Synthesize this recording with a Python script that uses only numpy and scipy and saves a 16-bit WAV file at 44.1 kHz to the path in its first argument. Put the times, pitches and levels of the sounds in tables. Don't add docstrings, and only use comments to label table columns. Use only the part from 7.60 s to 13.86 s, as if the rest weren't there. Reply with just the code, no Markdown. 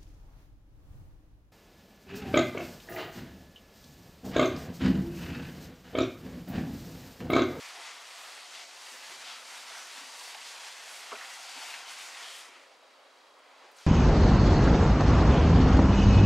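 import sys
import numpy as np
from scipy import signal
from scipy.fft import rfft, irfft, next_fast_len
from scipy.io import wavfile

SR = 44100
rng = np.random.default_rng(int(sys.argv[2]) if len(sys.argv) > 2 else 0)


def store_pcm(level_fs):
    pcm = np.round(np.clip(level_fs, -1, 1) * 32767).astype(np.int16)
    wavfile.write(sys.argv[1], SR, np.atleast_2d(pcm).T)


N = 276286
TIME = np.arange(N) / SR

# pitch_hz, relative_level_db
AIR_COLOUR = [(60, -47), (165, -26.5), (240, -15), (310, -8.5), (420, -3.5), (560, 1.5), (780, -2.5),
              (1050, -1), (1600, -7.5), (3500, -13), (4800, -11.5), (5400, -19.5), (9000, -25.5),
              (15500, -37)]
# pitch_hz, left_minus_right_db
AIR_LEAN = [(1500, -.6), (2600, 0)]
# pitch_hz, side_noise_db (against the shared sound)
AIR_SCATTER = [(250, -10), (600, -12), (1500, -7), (3000, -5), (7000, -11), (12000, -22)]
# pitch_hz, level_db (rms)
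HUM_TONES = [(122, -101), (266, -84), (532.7, -78), (3273, -77.3), (8188, -93)]
# time_s, level_db (rms)
DRONE_LEVEL = [(0, -86), (1.0, -90.5), (1.6, -79), (2.3, -81.5), (3.2, -86), (4.5, -84.5), (5.2, -92),
               (6.26, -90)]
DRONE_HZ = 242.2
# start_s, end_s, level_db (peak)
MOTOR_RUNS = [(5.205, 5.35, -61.5), (5.44, 5.75, -61.3), (5.952, 6.03, -62)]
MOTOR_STEPS_PER_S = 30
BAND_CENTRES_HZ = [250, 600, 1100, 2000, 3800, 6500, 9500, 13500]

# pitch_hz, width_hz, level_db
WOOD_MODES = [(129, 4.4, -17), (236, 15, 7.5), (269.4, 8.3, 7), (401, 41, 13), (520, 47, 7.5),
              (661, 32, 11.5), (910, 63, 4.5), (1097, 140, 9.5), (1255, 58, -4)]
# start_s (middle of the push), push_db, contact_s
KNOCKS = [(1.492, 2.5, .0015), (3.5180, -10, .00012), (3.5257, -8, .00008), (3.5380, -16, .0001)]
KNOCK_LOW_CUT_HZ = 230
# start_s, level_db (rms at the height), pitch_hz, width_hz
THUMPS = [(0.174, -60.5, 456, 310), (1.310, -69, 282, 100), (1.335, -60, 535, 210), (1.480, -78, 127, 13),
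          (1.500, -61.5, 363, 95), (2.105, -61, 520, 270), (2.355, -68, 272, 72), (2.405, -64.5, 263, 70),
          (2.741, -49.5, 756, 150), (3.516, -44, 1000, 440), (3.518, -49.5, 480, 300),
          (3.523, -45, 1200, 490), (3.533, -52, 670, 280), (3.950, -62, 300, 110), (4.880, -67, 370, 140),
          (4.950, -67, 330, 115), (5.225, -63, 560, 180), (6.025, -63.5, 400, 150), (6.027, -58, 1030, 450)]
THUMP_CYCLES = 5.5
# start_s, level_db (rms at the height), pitch_hz, width_hz, swell_s
CATCHES = [(2.146, -48.5, 1800, 1200, .005), (2.745, -42.5, 2000, 2200, .003),
           (3.512, -48, 2600, 900, .002), (3.520, -46, 2050, 500, .003), (3.549, -46, 1500, 1200, .004),
           (3.554, -44, 2650, 800, .003), (3.564, -47, 1150, 700, .0015), (3.608, -42, 1880, 500, .004),
           (3.696, -43, 2800, 3000, .0006), (4.136, -48.5, 3000, 2500, .011),
           (4.138, -40.5, 2000, 700, .0042), (4.407, -44, 2500, 1800, .0014),
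           (4.940, -56, 1700, 2000, .011), (4.996, -54, 2000, 2500, .0009)]
# start_s, level_db (rms at the height), pitch_hz, swell_s
PEELS = [(5.790, -68, 8400, .0015), (6.113, -69, 12500, .004), (6.164, -63.5, 8500, .0035),
         (6.185, -52, 5300, .0018)]
PEEL_WIDTH = 0.35

# time_s, speed_db, extra_pressure_db, extra_sheen_db
GLIDE = [(0.0, -0.5, -1.5, -1.8), (0.39, -3.5, -1, -1), (1.09, -2.5, -5.5, -1.5), (2.2, -1.5, -1.6, 1),
         (3.2, 0, -2, -1.2), (3.58, -1.16, 3.5, 0.6), (4.26, -4.5, 0.6, -3.5), (4.79, -1, -4.5, 3.5),
         (4.91, -11, 4.5, 2.5), (5.19, -20, 0, 4), (5.74, -20.5, 1.5, 3.5), (6.08, -14, 7.5, -3.5),
         (6.14, -21, 8, 11), (6.18, -10.5, -3, 7.5), (6.26, -6, -13, -2)]
# middle_s, length_s, speed_db, extra_sheen_db, extra_pressure_db
STROKES = [(0.096, 0.21, 1.5, -0.5, 0.5), (0.272, 0.24, 5, -4, 0), (0.626, 0.77, 1, 2.5, 3),
           (0.982, 0.23, 5.5, -3, 0.5), (1.308, 0.37, 1.5, 3, 3), (1.51, 0.3, 2.5, 0.3, 2),
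           (1.694, 0.27, 5.5, -5, 0.5), (1.95, 0.31, 1.6, 0.5, 1.5), (2.148, 0.24, 2.5, -1, 3.5),
           (2.373, 0.18, 4, -3, 1.5), (2.64, 0.35, 2, 1, -0.5), (2.887, 0.17, 3, -1, -6),
           (3.066, 0.19, 3.5, -2, 1.5), (3.36, 0.34, -0.2, 3.5, -0.5), (3.8, 0.44, 2.6, 1, -4.5),
           (4.088, 0.59, 6, 2, 0), (4.306, 0.13, 3.5, 2, -1), (4.406, 0.35, 4.2, 2.5, -0.5),
           (4.628, 0.3, 2.5, -2.5, 7)]
UNSTEADY_DB = 0.31
PRESSED_FOLLOWS, SHEEN_FOLLOWS = 0.6, 1.37
# pitch_hz, share
PRESSED_SHARE = [(800, 0.73), (2000, 0.33), (3800, 0.014)]
# pitch_hz, share
SHEEN_SHARE = [(2000, 0.14), (3800, 0.16), (6500, 0.47), (9500, 1.04), (13500, 1.4)]
SLIPS_PER_S, SLIP_SPREAD_DB, SMOOTH_SHARE = 14000, 2.2, .9
# pitch_hz, relative_level_db
CLOTH_COLOUR = [(150, -38), (260, -23), (400, -18), (560, -11.5), (750, -2), (1300, -1), (2200, 1.5),
                (3700, -0.5), (4700, -1), (7000, -4), (9000, -8.5), (11200, -16), (12200, -19.5),
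                (15500, -32)]
# pitch_hz, left_minus_right_db
RUB_LEAN = [(400, -.6), (1700, -.2), (2600, .2), (9500, 0)]
# pitch_hz, side_noise_db (against the shared sound)
RUB_SCATTER = [(300, -15), (700, -19), (2000, -19.5), (4500, -20.5), (6800, -20.5), (9500, -25),
               (12500, -27)]
# pitch_hz, width_hz, level_db (before they shift)
HOLLOWS = [(725, 53, -3.5), (933, 120, -10), (1350, 250, -9.5), (2020, 170, -13), (2640, 210, -22),
           (3220, 360, -19), (4580, 250, -15)]
# middle_s, length_s, gain, pitch_hz, width_hz
RASPS = [(0.027, 0.15, 0.63, 2200, 430), (0.215, 0.21, 0.94, 800, 150), (0.6, 0.57, .5, 530, 90),
         (0.752, 0.44, 0.37, 4300, 430), (1.678, .2, 0.45, 1300, 350), (2.21, 0.24, 1, 5960, 430),
         (2.39, 0.12, 0.5, 1350, 200), (3.684, 0.43, 0.44, 1850, 430), (3.85, 0.63, 0.64, 790, 130),
         (4.07, 0.58, 0.59, 2730, 430), (4.31, 0.18, 0.38, 2900, 430), (4.427, 0.16, 0.5, 2450, 430),
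         (4.7, 0.37, 0.95, 3250, 600), (4.96, 0.26, 1, 2300, 430)]
# middle_s, length_s, level_db (rms at the height)
TOP_SWELLS = [(0.04, .28, -70), (0.63, .3, -69), (1.38, .35, -71), (2.0, .25, -72), (2.64, .24, -68),
              (3.38, .24, -69), (3.66, .35, -71), (4.24, .25, -78)]

# middle_s, length_s, reach (1 is a usual loop)
SWINGS = [(0.32, 0.36, 1), (0.95, .52, .95), (1.72, 0.43, 1), (2.4, 0.43, .95), (3.12, .5, .5),
          (4.1, 0.83, 1.6), (4.8, 0.51, 1.15)]
REST_REACH = 0.17
# pitch_hz, left_minus_right_db
SWING_LEAN = [(1200, .05), (2000, .35), (2700, 1), (6500, 1.8), (10000, -1.8)]
# pitch_hz, lead_radians
SWING_LEAD = [(300, 0.04), (700, 0.078), (2500, 0.1), (5500, .02), (7500, -.02)]
TOP_CUT_HZ = 15720


def from_db(db):
    return 10 ** (np.asarray(db) / 20)


def rms_one(x):
    return x / np.sqrt(np.mean(x ** 2) + 1e-20)


def at_hz(points, hz):
    known_hz, values = np.transpose(points)
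    return np.interp(np.log(hz), np.log(known_hz), values)


def drift(rate):
    r = np.exp(-80 * np.pi * rate / SR)
    noise = rng.standard_normal(N // 40 + 2002)
    slow = signal.lfilter([1], [1, -2 * r, r * r], noise)[2000:]
    return np.interp(np.arange(N) / 40, np.arange(len(slow)), rms_one(slow))


def swell_at(middle, length):
    return np.cos(np.pi * np.clip((TIME - middle) / length, -.5, .5)) ** 2


def band(x, low_hz, high_hz):
    edges = [low_hz, min(high_hz, .45 * SR)]
    return signal.sosfilt(signal.butter(2, edges, "band", fs=SR, output="sos"), x + 1e-18)


def resonate(x, modes):
    out = 0
    for hz, width, level_db in modes:
        r = np.exp(-np.pi * width / SR)
        gain = from_db(level_db) * (1 - r * r) / 2
        ring = [1, -2 * r * np.cos(2 * np.pi * hz / SR), r * r]
        out = out + gain * signal.lfilter([1, 0, -1], ring, x + 1e-18)
    return out


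def tone(hz, level_db):
    gain = np.sqrt(2) * from_db(level_db + 1.5 * drift(.5))
    return gain * np.sin(2 * np.pi * hz * TIME + .5 * drift(1))


def in_stereo(drive, colour, scatter, lean):
    hz = np.maximum(np.fft.rfftfreq(N, 1 / SR), 1)
    sides = np.array([[1], [-1]])
    side_noise = from_db(at_hz(scatter, hz)) * rfft(rng.standard_normal(N))
    both = rfft(drive) + side_noise * sides
    gain = from_db(at_hz(colour, hz) + sides * at_hz(lean, hz) / 2)
    return rms_one(irfft(both * gain, N))


def zones(x):
    size = next_fast_len(N)
    hz = np.maximum(np.fft.rfftfreq(size, 1 / SR), 1)
    whole = rfft(x, size)
    pairs = []
    for centre, row in zip(BAND_CENTRES_HZ, np.eye(len(BAND_CENTRES_HZ))):
        share = np.interp(np.log(hz), np.log(BAND_CENTRES_HZ), row)
        pairs.append((centre, irfft(whole * share, size)[:, :N]))
    return pairs


def delayed(x, delay_s):
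    return np.array([np.interp(TIME - delay_s, TIME, channel, left=0) for channel in x])


def bursts(rows):
    out = np.zeros(2 * N)
    for s, level_db, hz, width, swell in rows:
        age = np.arange(int(10 * swell * SR)) / (swell * SR)
        shape = age * np.exp(1 - age)
        low_hz = np.hypot(hz, width / 2) - width / 2
        noise = rng.standard_normal(len(age) + SR // 10)
        flurry = band(noise, low_hz, low_hz + width)[-len(age):] * shape
        start = int(s * SR)
        gain = from_db(level_db) * np.sqrt(np.mean(shape ** 2))
        out[start:start + len(age)] += gain * rms_one(flurry)
    return out[:N]


def room_air(air_db, waver_db):
    rush = in_stereo(rng.standard_normal(N), AIR_COLOUR, AIR_SCATTER, AIR_LEAN)
    rush = sum(sound * from_db(waver_db * drift(9)) for _, sound in zones(rush))
    drone = tone(DRONE_HZ, np.interp(TIME, *np.transpose(DRONE_LEVEL)))
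    hum = sum(tone(hz, level_db) for hz, level_db in HUM_TONES)
    return from_db(air_db) * rush + drone + hum


def focus_motor(whine_hz, step_s):
    out = np.zeros(N)
    for start, end, level_db in MOTOR_RUNS:
        for s in np.arange(start, end, 1 / MOTOR_STEPS_PER_S):
            near = slice(int(s * SR) - SR // 50, int(s * SR) + SR // 50)
            age = TIME[near] - s
            gain = from_db(level_db + rng.normal(0, .5))
            out[near] += gain * np.exp(-(age / step_s) ** 2) * np.sin(2 * np.pi * whine_hz * age)
    return out


def knocks():
    push = 0
    for s, push_db, contact_s in KNOCKS:
        pulse = np.exp(-.5 * np.minimum(((TIME - s) / contact_s) ** 2, 100))
        push = push + from_db(push_db) * pulse / pulse.sum()
    low_cut = signal.butter(2, KNOCK_LOW_CUT_HZ, "high", fs=SR, output="sos")
    push = signal.sosfilt(low_cut, push + 1e-18)
    return sum((-1) ** k * resonate(push, [mode]) for k, mode in enumerate(WOOD_MODES))


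def scuffs():
    thumps = [(s, db, hz, width, THUMP_CYCLES / hz) for s, db, hz, width in THUMPS]
    return bursts(thumps + CATCHES)


def peels():
    return bursts([(s, db, hz, PEEL_WIDTH * hz, swell) for s, db, hz, swell in PEELS])


def fibre_slips(per_s, spread_db, smooth_share):
    sizes = from_db(spread_db * np.minimum(rng.exponential(1, N), 6))
    signed = sizes * rng.choice([-1, 1], N)
    slips = rms_one(signed * (rng.random(N) < per_s / SR))
    return rms_one(slips + smooth_share * rng.standard_normal(N))


def oil_crackle(per_s, spread_db):
    return rms_one(band(fibre_slips(per_s, spread_db, 0), 8000, 12300))


def top_fizz(low_hz, high_hz):
    fizz = rms_one(band(fibre_slips(SLIPS_PER_S, SLIP_SPREAD_DB, 0), low_hz, high_hz))
    return fizz * sum(from_db(db) * swell_at(middle, length) for middle, length, db in TOP_SWELLS)


def hand_motion():
    s, *columns = np.transpose(GLIDE)
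    speed, pressure, sheen = [np.interp(TIME, s, column) for column in columns]
    speed = speed + UNSTEADY_DB * drift(6.4)
    for middle, length, speed_db, sheen_db, pressure_db in STROKES:
        swell = swell_at(middle, length)
        speed = speed + speed_db * swell
        pressure = pressure + pressure_db * swell
        sheen = sheen + sheen_db * swell
    return speed, pressure, sheen


def shifting_folds(x, swell_db):
    return x + sum(resonate(x, [hollow]) * from_db(swell_db * np.tanh(drift(1.94)))
                   for hollow in HOLLOWS)


def rubbing(hiss_db, pressed_db, sheen_db, crackle_db, judder_db, patchy_db, grip_db):
    speed, pressure, extra_sheen = hand_motion()
    pressed = PRESSED_FOLLOWS * speed + pressure + grip_db * drift(2.1)
    sheen = SHEEN_FOLLOWS * speed + extra_sheen
    slips = fibre_slips(SLIPS_PER_S, SLIP_SPREAD_DB, SMOOTH_SHARE)
    friction = in_stereo(slips, CLOTH_COLOUR, RUB_SCATTER, RUB_LEAN)
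    judder = judder_db * drift(45)
    out = 0
    for hz, sound in zones(friction):
        low, high = at_hz(PRESSED_SHARE, hz), at_hz(SHEEN_SHARE, hz)
        level_db = low * (pressed + pressed_db) + high * (sheen + sheen_db)
        level_db = level_db + (1 - low - high) * (speed + hiss_db)
        out = out + sound * from_db(level_db + judder + patchy_db * drift(7.3))
    crackle = from_db(sheen + crackle_db) * oil_crackle(per_s=3200, spread_db=2.5)
    return shifting_folds(out, swell_db=5.5) + crackle


def rasping(rub):
    return rub + sum(gain * swell_at(middle, length) * resonate(rub, [(hz, width, 0)])
                     for middle, length, gain, hz, width in RASPS)


def near_echoes(x, echo_db, wander_s):
    echoes = sum(delayed(x, delay_s + wander_s * drift(0.98)) for delay_s in (.0014, .0061, .0113))
    return x + from_db(echo_db) * echoes


def swinging(x, wall_db, wall_s, wall_lag_s):
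    reach = REST_REACH + sum(far * swell_at(middle, length) for middle, length, far in SWINGS)
    size = next_fast_len(N)
    hz = np.maximum(np.fft.rfftfreq(size, 1 / SR), 1)
    left_over_right = from_db(at_hz(SWING_LEAN, hz)) * np.exp(1j * at_hz(SWING_LEAD, hz))
    side_change = left_over_right ** np.array([[.5], [-.5]])
    far_left = irfft(rfft(x, size) * side_change, size)[:, :N]
    wall = np.vstack([delayed(x[:1], wall_s), delayed(x[1:], wall_s + wall_lag_s)])
    return x + reach * (far_left - x + from_db(wall_db) * wall)


def scene():
    room = room_air(air_db=-59.6, waver_db=0.9)
    motor = focus_motor(whine_hz=3880, step_s=0.0036)
    bumps = scuffs()
    rub = rasping(rubbing(hiss_db=-46.5, pressed_db=-46.0, sheen_db=-46.5, crackle_db=-66.3,
                          judder_db=0.4, patchy_db=0.74, grip_db=1.0))
    table = resonate(from_db(-13.5) * bumps + from_db(-18.5) * rub, WOOD_MODES) + knocks()
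    hand = rub + bumps + table + peels() + top_fizz(low_hz=11300, high_hz=14300)
    hand = near_echoes(hand, echo_db=-18.0, wander_s=0.000206)
    hand = swinging(hand, wall_db=-32.5, wall_s=0.0043, wall_lag_s=0.0001)
    return hand + motor + room


def record(dry, low_cut_hz=125, self_noise_db=-94):
    low_cut = signal.butter(4, low_cut_hz, "high", fs=SR, output="sos")
    thin = signal.sosfilt(low_cut, dry)
    rumble = from_db(self_noise_db) * rms_one(band(rng.standard_normal((2, N)), 15, 170))
    top_cut = signal.ellip(12, .1, 70, TOP_CUT_HZ, fs=SR, output="sos")
    return signal.sosfilt(top_cut, thin + rumble)


dry = scene()
out = record(dry)
store_pcm(out)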